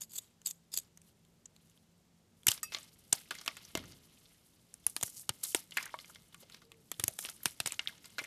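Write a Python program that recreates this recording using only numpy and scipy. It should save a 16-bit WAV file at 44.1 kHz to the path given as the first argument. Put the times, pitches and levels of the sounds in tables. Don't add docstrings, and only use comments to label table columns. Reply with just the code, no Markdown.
import sys
import numpy as np
from scipy import signal
from scipy.io import wavfile
from scipy.ndimage import uniform_filter1d

SR = 44100
rng = np.random.default_rng(int(sys.argv[2]) if len(sys.argv) > 2 else 0)


def transcribe(signal):
    frames = np.atleast_2d(signal).T
    limited = np.clip(frames, -1, 1)
    pcm = np.round(limited * 32767).astype(np.int16)
    wavfile.write(sys.argv[1], SR, pcm)


def elevation(decibels):
    levels = np.asarray(decibels, float)
    return 10 ** (levels / 20)


N = 364266

# time_s, level_db
RUMBLE_LEVEL = [(0, -69), (.35, -75), (.8, -71.5), (2.2, -73), (2.7, -69), (3.72, -68.5), (3.8, -52.5),
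                (4.05, -68.5), (4.4, -72), (5.0, -70), (8.26, -68.5)]
# frequency_hz, density_db
RUMBLE_COLOUR = [(12, -50), (20, -19.5), (91, -5.5), (164, -6.5), (268, -10.5), (387, -15.5), (900, -32.5),
                 (1980, -120)]
# frequency_hz, density_db
HISS_COLOUR = [(240, -33.5), (400, -4.5), (1690, -15), (2120, -15), (7170, -15.5), (12600, -26),
               (14000, -19.5)]
# pitch_hz, waver_hz, level_db
HUM_TONES = [(168, 3, -74), (219.5, 7, -79)]

# start_s, bite_s (time to full bite), level_db, length_s, lift_off_db
STROKES = [
    (0.008, 0.0021, -46.5, 0.042, -59),
    (0.094, 0.066, -48.5, 0.11, -65),
    (0.448, 0.011, -44, 0.071, -54.5),
    (0.717, 0.016, -47, 0.083, -49.5),
]
# middle_s, level_db, length_ms
CATCHES = [(0.01, -53, 3.7), (0.019, -41.5, 2.3), (0.037, -56, 1.9), (0.097, -59, 2.1), (0.109, -57, 2),
           (0.119, -56, 2), (0.139, -50, 4), (0.164, -47, 8.6), (0.186, -34.5, 5), (0.462, -39, 1.5),
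           (0.471, -33.5, 1.2), (0.478, -42, 2), (0.489, -50, 4), (0.501, -52, 2), (0.504, -51, 0.64),
           (0.509, -42, 3.9), (0.72, -56, 2), (0.74, -37, 1.6), (0.744, -38, 1), (0.767, -45, 2.3),
           (0.775, -27, 1.4), (0.787, -38.5, 3.2), (0.03, -49, 8.8), (0.235, -72, 42), (0.815, -70, 23),
           (0.54, -80, 33)]
# pitch_hz, width_hz, level_db
BLADE_MODES = [(3700, 330, -10.5), (4800, 540, -5.5), (6900, 260, 1), (7700, 690, 0), (9000, 890, -10.5),
               (11270, 270, -3.5), (12600, 600, -12), (13600, 400, -12)]
TOUCH_DB, EDGE_S = -19, 0.0039
LIFT_DB, AFTER_S, AFTER_DB = -73, 0.1, -89

# frequency_hz, density_db
FINE_COLOUR = [(900, -45), (1800, -24), (3400, -14), (6200, -4), (9200, -1), (11000, 0), (14000, -3)]
# frequency_hz, density_db
COARSE_COLOUR = [(60, -52), (250, -5.5), (600, -6), (1300, -3), (2200, -1), (3500, 3.5), (6000, 2),
                 (12000, -21)]
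# frequency_hz, density_db
EDGE_COLOUR = [(1500, -38), (4000, 3), (6500, 11), (9000, 3), (12500, 0.5), (15000, -10.5)]

# start_s, peak_db, ring_hz, edge_db (relative), body_db (relative)
SNAPS = [(4.7401, -33, 9260, 1, -13.5), (4.8654, -5, 10130, -21, -23), (4.897, -29, 9670, -18, -25),
         (4.964, -18, 9700, -2, -2.5), (5.0111, -38.5, 3380, 15.5, 9), (5.0281, -31, 3230, 16, 6),
         (5.0325, -22, 9170, 11, 2.5), (5.1952, -34, 9000, 0, -19), (5.292, -16, 9000, 6, 3.5),
         (5.4338, -30, 10700, 2.5, -43.5), (6.9158, -32.5, 11500, 14.5, 10), (7.238, -32, 9500, -6, -19),
         (7.249, -32, 2800, -10, 4.5), (7.4565, -16.5, 8000, 9.5, 7), (7.5085, -39, 10000, 5.5, -19),
         (7.6014, -19, 8000, 2, 3), (7.6593, -21, 7600, -3, 3), (7.721, -23, 7840, 1.5, -3.5)]
# start_s, peak_db, ring_hz, edge_db (relative), body_db (relative)
CRACKS = [(0.4694, -24.5, 7240, -15, -32), (0.7856, -28, 8450, -9, -25), (2.4676, -11, 11700, 5, -5),
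          (2.5153, -18.5, 2900, 6, -6), (2.484, -13, 10900, -11, -20), (3.1255, -26, 3580, 10, 7.5),
          (3.1272, -8.5, 6740, 2, -9.5), (5.5465, -12, 9000, 4.5, 3.5), (5.5649, -27.5, 5550, -4, -20),
          (7.0382, -15, 10300, 4.5, -4), (7.0796, -15, 11000, 4, -6), (7.1884, -30, 9050, 9.5, 5.5),
          (7.2556, -28, 9300, -2, -10)]
# start_s, peak_db, ring_hz, edge_db (relative), body_db (relative)
CRUNCHES = [(0.0154, -31, 6500, -12, -13), (0.1817, -37, 3520, -14, -13), (0.4607, -31.5, 4700, -2, -26),
            (0.5082, -31, 7700, 0.5, -32), (0.7385, -28, 10000, -1, -21), (0.7741, -22.5, 4700, 3, -17.5),
            (1.4554, -32.5, 6900, -38, -16), (2.4821, -12, 3110, 7.5, -8), (2.5389, -46, 10060, -9, -18),
            (6.9959, -23, 9500, 5, 2), (7.2649, -41, 2960, -6, 4.5), (7.2868, -36, 1396, -11, 6),
            (7.2962, -30.5, 9900, -2, -23), (7.4313, -27.5, 12100, -11, -17), (7.6711, -26, 8700, 9.5, 2)]
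# start_s, peak_db, ring_hz
FLECKS = [(0.416, -48, 6700), (0.9731, -44, 6500), (1.016, -49, 8400), (1.088, -59, 2960),
          (1.249, -58, 3330), (1.5626, -49, 4100), (1.697, -56.5, 6500), (1.774, -56, 3400),
          (2.432, -49, 3200), (5.078, -40, 6000)]
SNAP_MS, CRACK_MS, CRUNCH_MS = 2.1, 2.63, 4.6

# start_s, fine_db, coarse_db, t60_s
POURS = [(2.483, -38.5, -37, 0.25), (2.634, -66, -66, 2.3), (2.633, -54, -58, .09), (5.79, -62, -54, 0.31),
         (2.73, -54.5, -48, 0.45), (3.129, -48.5, -46.5, 0.34), (3.313, -61.5, -58, 0.98),
         (3.483, -67, -56, 0.53), (3.757, -61, -49, 0.47), (4.871, -49, -58.5, 0.21),
         (4.969, -57, -62, 1.1), (5.298, -67, -65.5, 3.5), (5.435, -37.5, -47.5, 0.22),
         (5.551, -42, -44, 0.2), (5.775, -60, -51.5, 0.78), (5.994, -63.5, -61.5, 1.4),
         (6.922, -67, -62, 0.35), (7.002, -59, -83, .8), (7.19, -48.5, -75, 0.49), (7.458, -42, -45, 0.18),
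         (7.607, -62, -59.5, 0.63), (7.663, -43, -41.5, 0.14), (7.798, -68, -58, 1.15),
         (7.877, -61, -52, 0.33), (8.188, -61, -55.5, 2.8)]
# middle_s, fine_db, coarse_db, half_width_s
SWELLS = [(1.08, -69, -72.5, 0.082), (1.69, -76, -76.5, 0.3), (2.46, -72, -83, 0.16),
          (3.1, -69.5, -96, 0.39), (3.62, -67.5, -61.5, 0.85), (3.9, -62, -62.5, 0.12),
          (4.219, -70, -70, 0.85), (4.799, -73.5, -73, 0.53), (5.063, -46.5, -64, 0.072),
          (5.18, -49, -68, 0.09), (5.76, -62.5, -60, 0.1), (6.345, -77, -66.5, 0.027),
          (6.415, -63, -62, 0.061), (6.532, -69, -63, .15), (7.08, -57, -63, 0.21),
          (7.254, -47, -48.5, 0.047), (7.44, -65.5, -65, 0.94), (7.734, -55, -51, 0.045),
          (8.055, -64, -64, 0.072), (8.14, -66, -64.5, 0.17), (0.23, -75, -69, 0.13),
          (0.83, -74, -68.5, 0.12), (5.49, -45, -77, 0.083), (3.39, -66, -53, 0.033),
          (6.33, -66.5, -63, .015), (6.57, -71, -65, 0.035), (7.3, -53.5, -52.5, 0.035)]
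# pitch_hz, width_hz, level_db
CRUMB_MODES = [(1320, 210, -6), (2150, 75, 2), (2950, 430, -2)]
POUR_RISE_S, EBB_DB, DUST_DB = .006, -21.5, -86.5

# start_s, peak_db, ring_hz
CHIPS = [(0.3057, -62, 8950), (2.701, -57, 4010), (2.737, -35, 6500), (2.83, -38, 8000),
         (2.987, -54, 10800), (3.039, -53, 10700), (3.256, -51, 2420), (3.276, -52, 3010),
         (3.323, -43, 490), (3.388, -39, 6400), (3.488, -29.5, 2100), (3.513, -42, 2100),
         (3.591, -48, 5000), (3.602, -59, 3500), (3.856, -42, 6180), (4.842, -52, 3340), (5.123, -47, 6900),
         (5.164, -43, 6440), (5.233, -55.5, 1700), (5.441, -34, 11000), (5.449, -30, 4200),
         (5.454, -33, 8500), (5.465, -41, 8000), (5.523, -42, 3000), (5.578, -47, 4500), (5.674, -52, 8000),
         (5.775, -26.5, 4500), (5.801, -32, 2500), (5.84, -37, 2000), (5.877, -45, 6000),
         (5.893, -49.5, 6500), (6.324, -51, 3530), (6.378, -52, 6400), (6.402, -54, 8700),
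         (6.418, -53, 7500), (6.534, -46, 4100), (6.567, -51, 4000), (6.641, -56, 3940), (6.652, -51, 4630),
         (6.941, -40, 3300), (7.014, -40, 9500), (7.025, -43, 9500), (7.136, -40, 10500),
         (7.243, -30, 10500), (7.257, -36, 9500), (7.363, -42, 9360), (7.405, -51, 1680),
         (7.634, -46, 7000), (7.695, -36, 7300), (7.707, -33, 2480), (7.731, -46, 1000), (7.742, -35, 7000),
         (7.853, -43, 7910), (7.859, -37, 1790), (7.882, -31, 2600), (7.924, -50, 3460), (7.979, -47, 6800),
         (8.102, -50, 7500), (8.198, -41, 2150), (8.248, -40, 2200),
         (2.47, -19, 2250), (2.486, -14, 8300), (3.13, -11, 8500), (3.344, -43.5, 8000),
             (5.5, -41.5, 6000), (6.742, -54, 2300), (6, -38, 4200), (7.478, -31, 9000), (7.466, -32, 2600)]
# start_s, peak_db, pitch_hz
JOLTS = [(2.466, -42, 226), (2.482, -34, 106.5), (3.127, -41.5, 129), (3.477, -43.5, 342),
         (3.752, -27.5, 333), (3.774, -37.5, 145), (4.865, -49, 92.6), (5.032, -39.5, 121),
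         (5.297, -37.5, 116), (5.547, -31, 374), (6.994, -41, 100), (7.037, -36.5, 101),
         (7.079, -40.5, 120), (7.46, -40, 128), (7.602, -41.5, 124), (7.659, -43, 143), (5.549, -31, 290),
         (8.215, -44, 340), (0.776, -51, 400), (7.0, -41, 424)]

# start_s, peak_db, ring_hz, edge_db (relative), body_db (relative)
TAPS = [(2.5776, -41, 5168, -10, 4.5), (2.7472, -25, 3600, -26, 3), (2.7858, -33.5, 6440, -11, -5),
        (3.4778, -24.5, 2720, 3, 7), (3.752, -27, 650, 6.5, 7.5), (3.7741, -32, 7750, 7, 5),
        (3.9213, -41.5, 5160, -13, -8), (5.7089, -36, 4260, 2, -36), (5.783, -21, 1900, -25, -15),
        (5.8559, -30.5, 9800, -3, -11), (5.9888, -37, 3440, -6, -0.5), (6.0449, -40.5, 2720, -15, -14),
        (6.057, -45.5, 6000, -2, -16), (6.148, -43.5, 3170, 7, -21), (6.1579, -42.5, 2920, -16, 1.5),
        (6.3444, -48.5, 1420, 14.5, 11), (6.4984, -42, 6740, -22, 1), (6.5449, -45, 4000, -12, 6),
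        (6.7179, -42, 2840, 4, 0), (7.7932, -19, 2950, -35, -7.5), (7.817, -44, 7000, -7, -13),
        (7.8732, -13.5, 3440, -21, -44), (7.8929, -35, 1710, -12, -30), (8.1829, -30.5, 1630, 0, 4.5)]
# start_s, peak_db, ring_hz, edge_db (relative), body_db (relative)
TUMBLES = [(2.6306, -32, 8000, 9.5, -4), (2.7207, -44, 2840, -4, 8.5), (2.7666, -46.5, 674, -10, 6.5),
           (3.3077, -30.5, 1500, 5, 6), (3.3506, -38, 2200, 6.5, -6), (3.4125, -39.5, 5050, 3, -1.5),
           (3.4607, -41, 3600, 13.5, 7), (3.5681, -48, 3160, 17, 13), (3.6502, -36.5, 5600, -2, -16),
           (3.8375, -45, 1600, -5, -4), (5.7201, -33.5, 3030, -26, -13), (5.7701, -18.5, 1970, 0, -2),
           (5.8265, -31, 5600, 2, -6), (5.9414, -32.5, 930, -10, -16), (6.0973, -47.5, 1300, 7.5, 1.5),
           (6.425, -51.5, 756, -20, 2), (6.5217, -40, 4090, -16, -26), (6.6178, -50.5, 1430, -17, 0),
           (8.0434, -45.5, 4740, -15, 0), (8.0559, -37.5, 4260, 4.5, -8), (8.1895, -26.5, 2150, -7, -1.5),
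           (8.217, -43, 466, 6, -2), (8.2393, -35.5, 2100, 4.5, -17)]
# start_s, peak_db, ring_hz, edge_db (relative), body_db
THUDS = [
    (4.8655, -32, 1150, -31, -11),
    (6.433, -47, 450, -30, -7),
    (5.549, -30, 940, -29, -5),
    (3.128, -29, 800, -28, -10.5),
    (7.082, -35.5, 610, -30, -7),
]
TAP_MS, TUMBLE_MS = 1.54, 3.5
# pitch_hz, width_hz, level_db
BOARD_MODES = [(650, 53, -7), (1138, 45, 0), (1390, 69, -4), (1530, 35, -10), (2100, 28, 1), (2320, 37, -5),
               (2950, 110, -14), (4100, 100, -18)]

# pitch_hz, level_db, t60_s
CLINK_MODES = [(1240, -4.5, 0.07), (1840, -5.5, 0.053), (2605, -12, 0.39), (2730, -30, 0.18),
               (4800, -8.5, 0.16), (5520, -19, 0.16), (5680, -6, 0.13), (6790, 1.5, 0.055),
               (7750, 2, 0.049), (8400, -3, 0.085), (9150, -11, .07), (10000, -7.5, 0.11),
               (11950, 1, 0.073), (13000, -6, .03)]
# start_s, level_db, t60_s
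ROLLS = [
    (3.31, -58, .2),
    (3.48, -56, .25),
    (5.772, -43.5, 0.27),
    (5.862, -56, 0.34),
    (7.797, -57, .25),
    (8.19, -52, .3),
]
# pitch_hz, level_db, t60_s
KNOCK_MODES = [(619, -8, .035), (980, 5, .025), (1109, -6, .075), (1846, -14, .04), (2200, -9, .05)]
# time_s, pitch_hz, level_db
MOAN_PATH = [
    (6.58, 480, -87),
    (6.64, 467, -66.5),
    (6.8, 445, -68),
    (6.86, 430, -77),
]
# frequency_hz, t60_s
ROOM_T60 = [(200, 0.31), (2000, 0.04), (12000, 0.025)]


def evened(x):
    return x / np.sqrt(np.mean(x ** 2) + 1e-20)


def peaked(x):
    return x / (abs(x).max() + 1e-12)


def noise():
    return rng.standard_normal(N)


def read(points, hz):
    f, value = np.transpose(points)
    return np.interp(np.log(hz + 1), np.log(f + 1), value)


def curves(rows):
    s, *columns = np.transpose(rows)
    return [np.interp(np.arange(N) / SR, s, c) for c in columns]


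def add(mix, s, sound):
    part = mix[max(round(s * SR), 0):][:len(sound)]
    part += sound[:len(part)]


def coloured(x, points, size=2048):
    log_gain = np.log(elevation(read(points, abs(np.fft.fftfreq(size, 1 / SR)))))
    taps = np.fft.ifft(np.exp(np.conj(signal.hilbert(log_gain)))).real[:size // 2]
    return signal.oaconvolve(x, taps)[:len(x)]


def resonate(x, hz, width):
    r = np.exp(-np.pi * width / SR)
    if np.ndim(hz) == 0:
        return 2 * signal.lfilter([1 - r], [1, -r * np.exp(2j * np.pi * hz / SR)], x + 1e-18).real
    turn = np.exp(2j * np.pi * np.cumsum(hz) / SR)
    return 2 * (turn * signal.lfilter([1 - r], [1, -r], x / turn + 1e-18)).real


def fractures(count, per_s, spread_db):
    when, size, sign = rng.random((count, 3)).T
    height = elevation(spread_db * np.minimum(-np.log(size + 1e-9), 4))
    return (when < per_s / SR) * height * np.sign(sign - .5)


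def lumps(per_s, depth_db):
    return elevation(depth_db * evened(uniform_filter1d(noise(), int(SR / per_s))))


def grains(drive, colour, low_hz, high_hz, count, octaves, per_s, depth_db):
    kind, unevenness, out = rng.integers(0, count, N), lumps(per_s, depth_db), np.zeros(N)
    for k, hz in enumerate(np.geomspace(low_hz, high_hz, count)):
        edges = np.clip(hz * 2 ** (np.array([-.5, .5]) * octaves), 50, .45 * SR)
        b, a = signal.butter(1, edges, "band", fs=SR)
        out += signal.lfilter(b, a, drive * (kind == k) * np.roll(unevenness, k * N // count))
    return evened(coloured(out, colour))


def bursts(rows, ms, rise, steep, rattle, sharpness):
    out, t = np.zeros(N), np.arange(2048) / SR
    length = ms * 0.00099
    for s, db, hz, edge_db, body_db in rows:
        burst = fractures(count=len(t), per_s=15000, spread_db=3.5)
        shape = (1 - np.exp(-(t / (rise * length)) ** 2)) * np.exp(-(t / length) ** steep)
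        after = rattle * np.exp(-t / (2.86 * length)) * (t > length / 2)
        dull = resonate(burst * after, 1700., 2900.0)
        width = hz / sharpness + 250
        shard = resonate(resonate(burst * shape, hz, width), hz, width)
        sound = elevation(edge_db - 4.5) * peaked(coloured(burst * shape, EDGE_COLOUR, size=256))
        sound += elevation(body_db - 1.0) * peaked(coloured(burst * shape + 1.2 * dull, COARSE_COLOUR, size=512))
        add(out, s, elevation(db) * (sound + elevation(-5) * peaked(shard)))
    return out


def beating(hz, t, chance):
    pair_hz = hz * (1.004 + .01 * chance)
    return np.sin(2 * np.pi * (hz * t + chance)) + .45 * np.sin(2 * np.pi * pair_hz * t)


def struck(s, level_db, modes):
    out, t = np.zeros(N), np.arange(8192) / SR
    ring = sum(elevation(level_db + db - 60 * t / t60) * beating(hz, t, rng.random()) for hz, db, t60 in modes)
    add(out, s, ring * np.minimum(t / 0.00062, 1))
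    return out


def rumble():
    return evened(coloured(noise(), RUMBLE_COLOUR, size=8192)) * elevation(curves(RUMBLE_LEVEL)[0])


def hiss():
    return elevation(-75) * evened(coloured(noise(), HISS_COLOUR))


def waver(hz, waver_hz):
    drift = evened(uniform_filter1d(noise(), SR // 20))
    phase = 2 * np.pi * np.cumsum(hz + waver_hz * drift) / SR
    return evened(np.sin(phase) * lumps(per_s=14, depth_db=3.))


def hum():
    tones = sum(elevation(db) * waver(hz, waver_hz) for hz, waver_hz, db in HUM_TONES)
    return tones * elevation(curves([(2.2, -1), (3.0, -3)])[0])


def pressure():
    t, out = np.arange(2 * SR) / SR, np.zeros(2 * SR)
    for s, bite, db, length, end_db in STROKES:
        steps = [-EDGE_S, 0, bite, length, length + 2 * EDGE_S, length + AFTER_S, length + 2 * AFTER_S]
        levels = [-110, db + TOUCH_DB, db, end_db, LIFT_DB, AFTER_DB, -110]
        out += elevation(np.interp(t, s + np.array(steps), levels))
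    for s, db, ms in CATCHES:
        out += elevation(db) * np.exp(-((t - s) * 1000 / ms) ** 2)
    return np.pad(out, (0, N - len(out)))


def blade(drive, unevenness, grip):
    out = np.zeros(len(drive))
    for hz, width, db in BLADE_MODES:
        own = np.roll(grip, 3 * round(hz))
        bent = hz * (1 + .03 * own) if len(grip) > 1 else hz
        force = drive * np.roll(unevenness, round(hz)) * elevation(2.7 * own)
        out += elevation(db) * resonate(resonate(force, hz, 6.0 * width), bent, width)
    return out


def strokes(breaks):
    drive, unevenness = fractures(count=N, per_s=9000, spread_db=1.5), lumps(per_s=230, depth_db=3.0)
    push, grip = pressure(), evened(uniform_filter1d(np.log(unevenness[:SR]), 1300))
    scrape = 0.55 * evened(coloured(drive * unevenness, FINE_COLOUR)) * push
    scrape += elevation(-24) * evened(coloured(drive * unevenness ** 2, COARSE_COLOUR)) * push
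    sung = blade(drive[:SR] * push[:SR], unevenness[:SR], grip)
    sung = sung / np.std(blade(drive[:SR], unevenness[:SR], grip))
    rung = blade(elevation(-14.5) * breaks, unevenness, np.zeros(1))
    return rung + np.pad(sung, (0, N - SR)) + scrape


def cracks():
    flecks = [row + (4, -2.5) for row in FLECKS]  # edge_db, body_db
    sizes = (SNAPS, SNAP_MS), (CRACKS + flecks, CRACK_MS), (CRUNCHES, CRUNCH_MS)
    return sum(bursts(rows, ms, rise=.3, steep=1.68, rattle=.15, sharpness=5.3) for rows, ms in sizes)


def flow():
    t, power = np.arange(0, N, 32) / SR, elevation(2 * DUST_DB)
    for s, fine_db, coarse_db, t60 in POURS:
        shape = np.clip((t - s) / POUR_RISE_S + 1, 0, 1) * elevation(-60 * np.maximum(t - s, 0) / t60)
        power = power + (elevation(np.array([[fine_db], [coarse_db]])) * shape) ** 2
    for s, fine_db, coarse_db, half in SWELLS:
        power = power + elevation(np.array([[fine_db], [coarse_db]]) + EBB_DB * abs(t - s) / half) ** 2
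    return [np.interp(np.arange(N) / SR, t, np.sqrt(p)) for p in power]


def grit():
    fine_flow, coarse_flow = flow()
    dust = fractures(count=N, per_s=15000, spread_db=3.0) * lumps(per_s=50, depth_db=2.5)
    fine = grains(dust, FINE_COLOUR, 2700, 14000, count=7, octaves=1.0, per_s=110, depth_db=4.0)
    ticks = fractures(count=N, per_s=90, spread_db=3.)
    fine = fine + .16 * evened(coloured(ticks, EDGE_COLOUR, size=256))
    crumbs = fractures(count=N, per_s=3000, spread_db=0.0) * lumps(per_s=71, depth_db=1.0)
    hollow = sum(elevation(db) * resonate(crumbs, hz, width) for hz, width, db in CRUMB_MODES)
    coarse = grains(crumbs, COARSE_COLOUR, 500, 5000, count=9, octaves=0.49, per_s=70, depth_db=4.0)
    coarse = coarse + 0.38 * evened(hollow)
    return fine * fine_flow * elevation(2.5) + evened(coarse) * coarse_flow * elevation(-0.82)


def chips():
    rows = [row + (-8.5, -13) for row in CHIPS]  # edge_db, body_db
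    return bursts(rows, 1.6, rise=0.14, steep=0.89, rattle=.2, sharpness=6.1)


def jolts():
    out, t = np.zeros(N), np.arange(4096) / SR
    for s, db, hz in JOLTS:
        push = np.cos(2 * np.pi * hz * t) * np.minimum(t / 0.0026, 1) * np.exp(-t * hz / 0.59)
        knocking = np.sin(2 * np.pi * 3.1 * hz * t) * np.exp(-t * 2.0 * hz / 1.7)
        add(out, s, elevation(db) * (peaked(push) + 0.35 * knocking))
    return signal.sosfilt(signal.butter(2, 65, "high", fs=SR, output="sos"), out)


def landings():
    sizes = (TAPS, TAP_MS), (THUDS, TAP_MS), (TUMBLES, TUMBLE_MS)
    taps, thuds, tumbles = [bursts(rows, ms, rise=0.046, steep=0.91, rattle=0.38, sharpness=2.95)
                            for rows, ms in sizes]
    board = sum(elevation(5 + db) * resonate(taps + tumbles, hz, width) for hz, width, db in BOARD_MODES)
    return taps + thuds + tumbles + board


def clink():
    return struck(2.6302, -38, CLINK_MODES)


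def rolling():
    t = np.arange(N) / SR
    amount = sum(elevation(db - 60 * np.maximum(t - s, 0) / t60) * (t > s) for s, db, t60 in ROLLS)
    crumbs = fractures(count=N, per_s=900, spread_db=3.0)
    colour = [(500, -14.5), (2100, 1), (4500, -14)]  # frequency_hz, density_db
    return amount * grains(crumbs, colour, 900, 3400, count=8, octaves=.12, per_s=69, depth_db=4.0)


def knock():
    return struck(5.9414, -36, KNOCK_MODES)


def moan():
    hz, db = curves([(6.5, 360, -110)] + MOAN_PATH + [(6.95, 453, -110)])
    breath = evened(resonate(resonate(noise(), hz, 45.), hz, 45.))
    return elevation(db - 2) * (np.sin(2 * np.pi * np.cumsum(hz) / SR) + .5 * breath)


def room(x):
    hz, t, z = signal.stft(rng.standard_normal(SR // 4), SR, nperseg=128)
    tail = signal.istft(z * elevation(-60 * t / read(ROOM_T60, hz)[:, None]), SR, nperseg=128)[1]
    tail = np.concatenate([np.zeros(90), tail])
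    return signal.oaconvolve(x, tail / np.linalg.norm(tail))[:N]


def scene():
    background = rumble() + hiss() + hum() + moan()
    breaks = cracks()
    near = strokes(breaks) + breaks + grit() + clink()
    table = landings()
    reflected = room(elevation(-23) * near + elevation(-14.5) * table)
    dry_sources = chips() + jolts() + rolling() + knock()
    return (background + near + table + reflected + dry_sources)[None]


def top_cut(x):
    return signal.sosfilt(signal.butter(12, 14980, fs=SR, output="sos"), x)


def record(dry):
    lowpass = signal.firwin(151, 14000, window=("kaiser", 2.5), fs=SR)
    limited = signal.oaconvolve(dry, lowpass[None], "same")
    return top_cut(limited)


dry = scene()
out = record(dry)
transcribe(out)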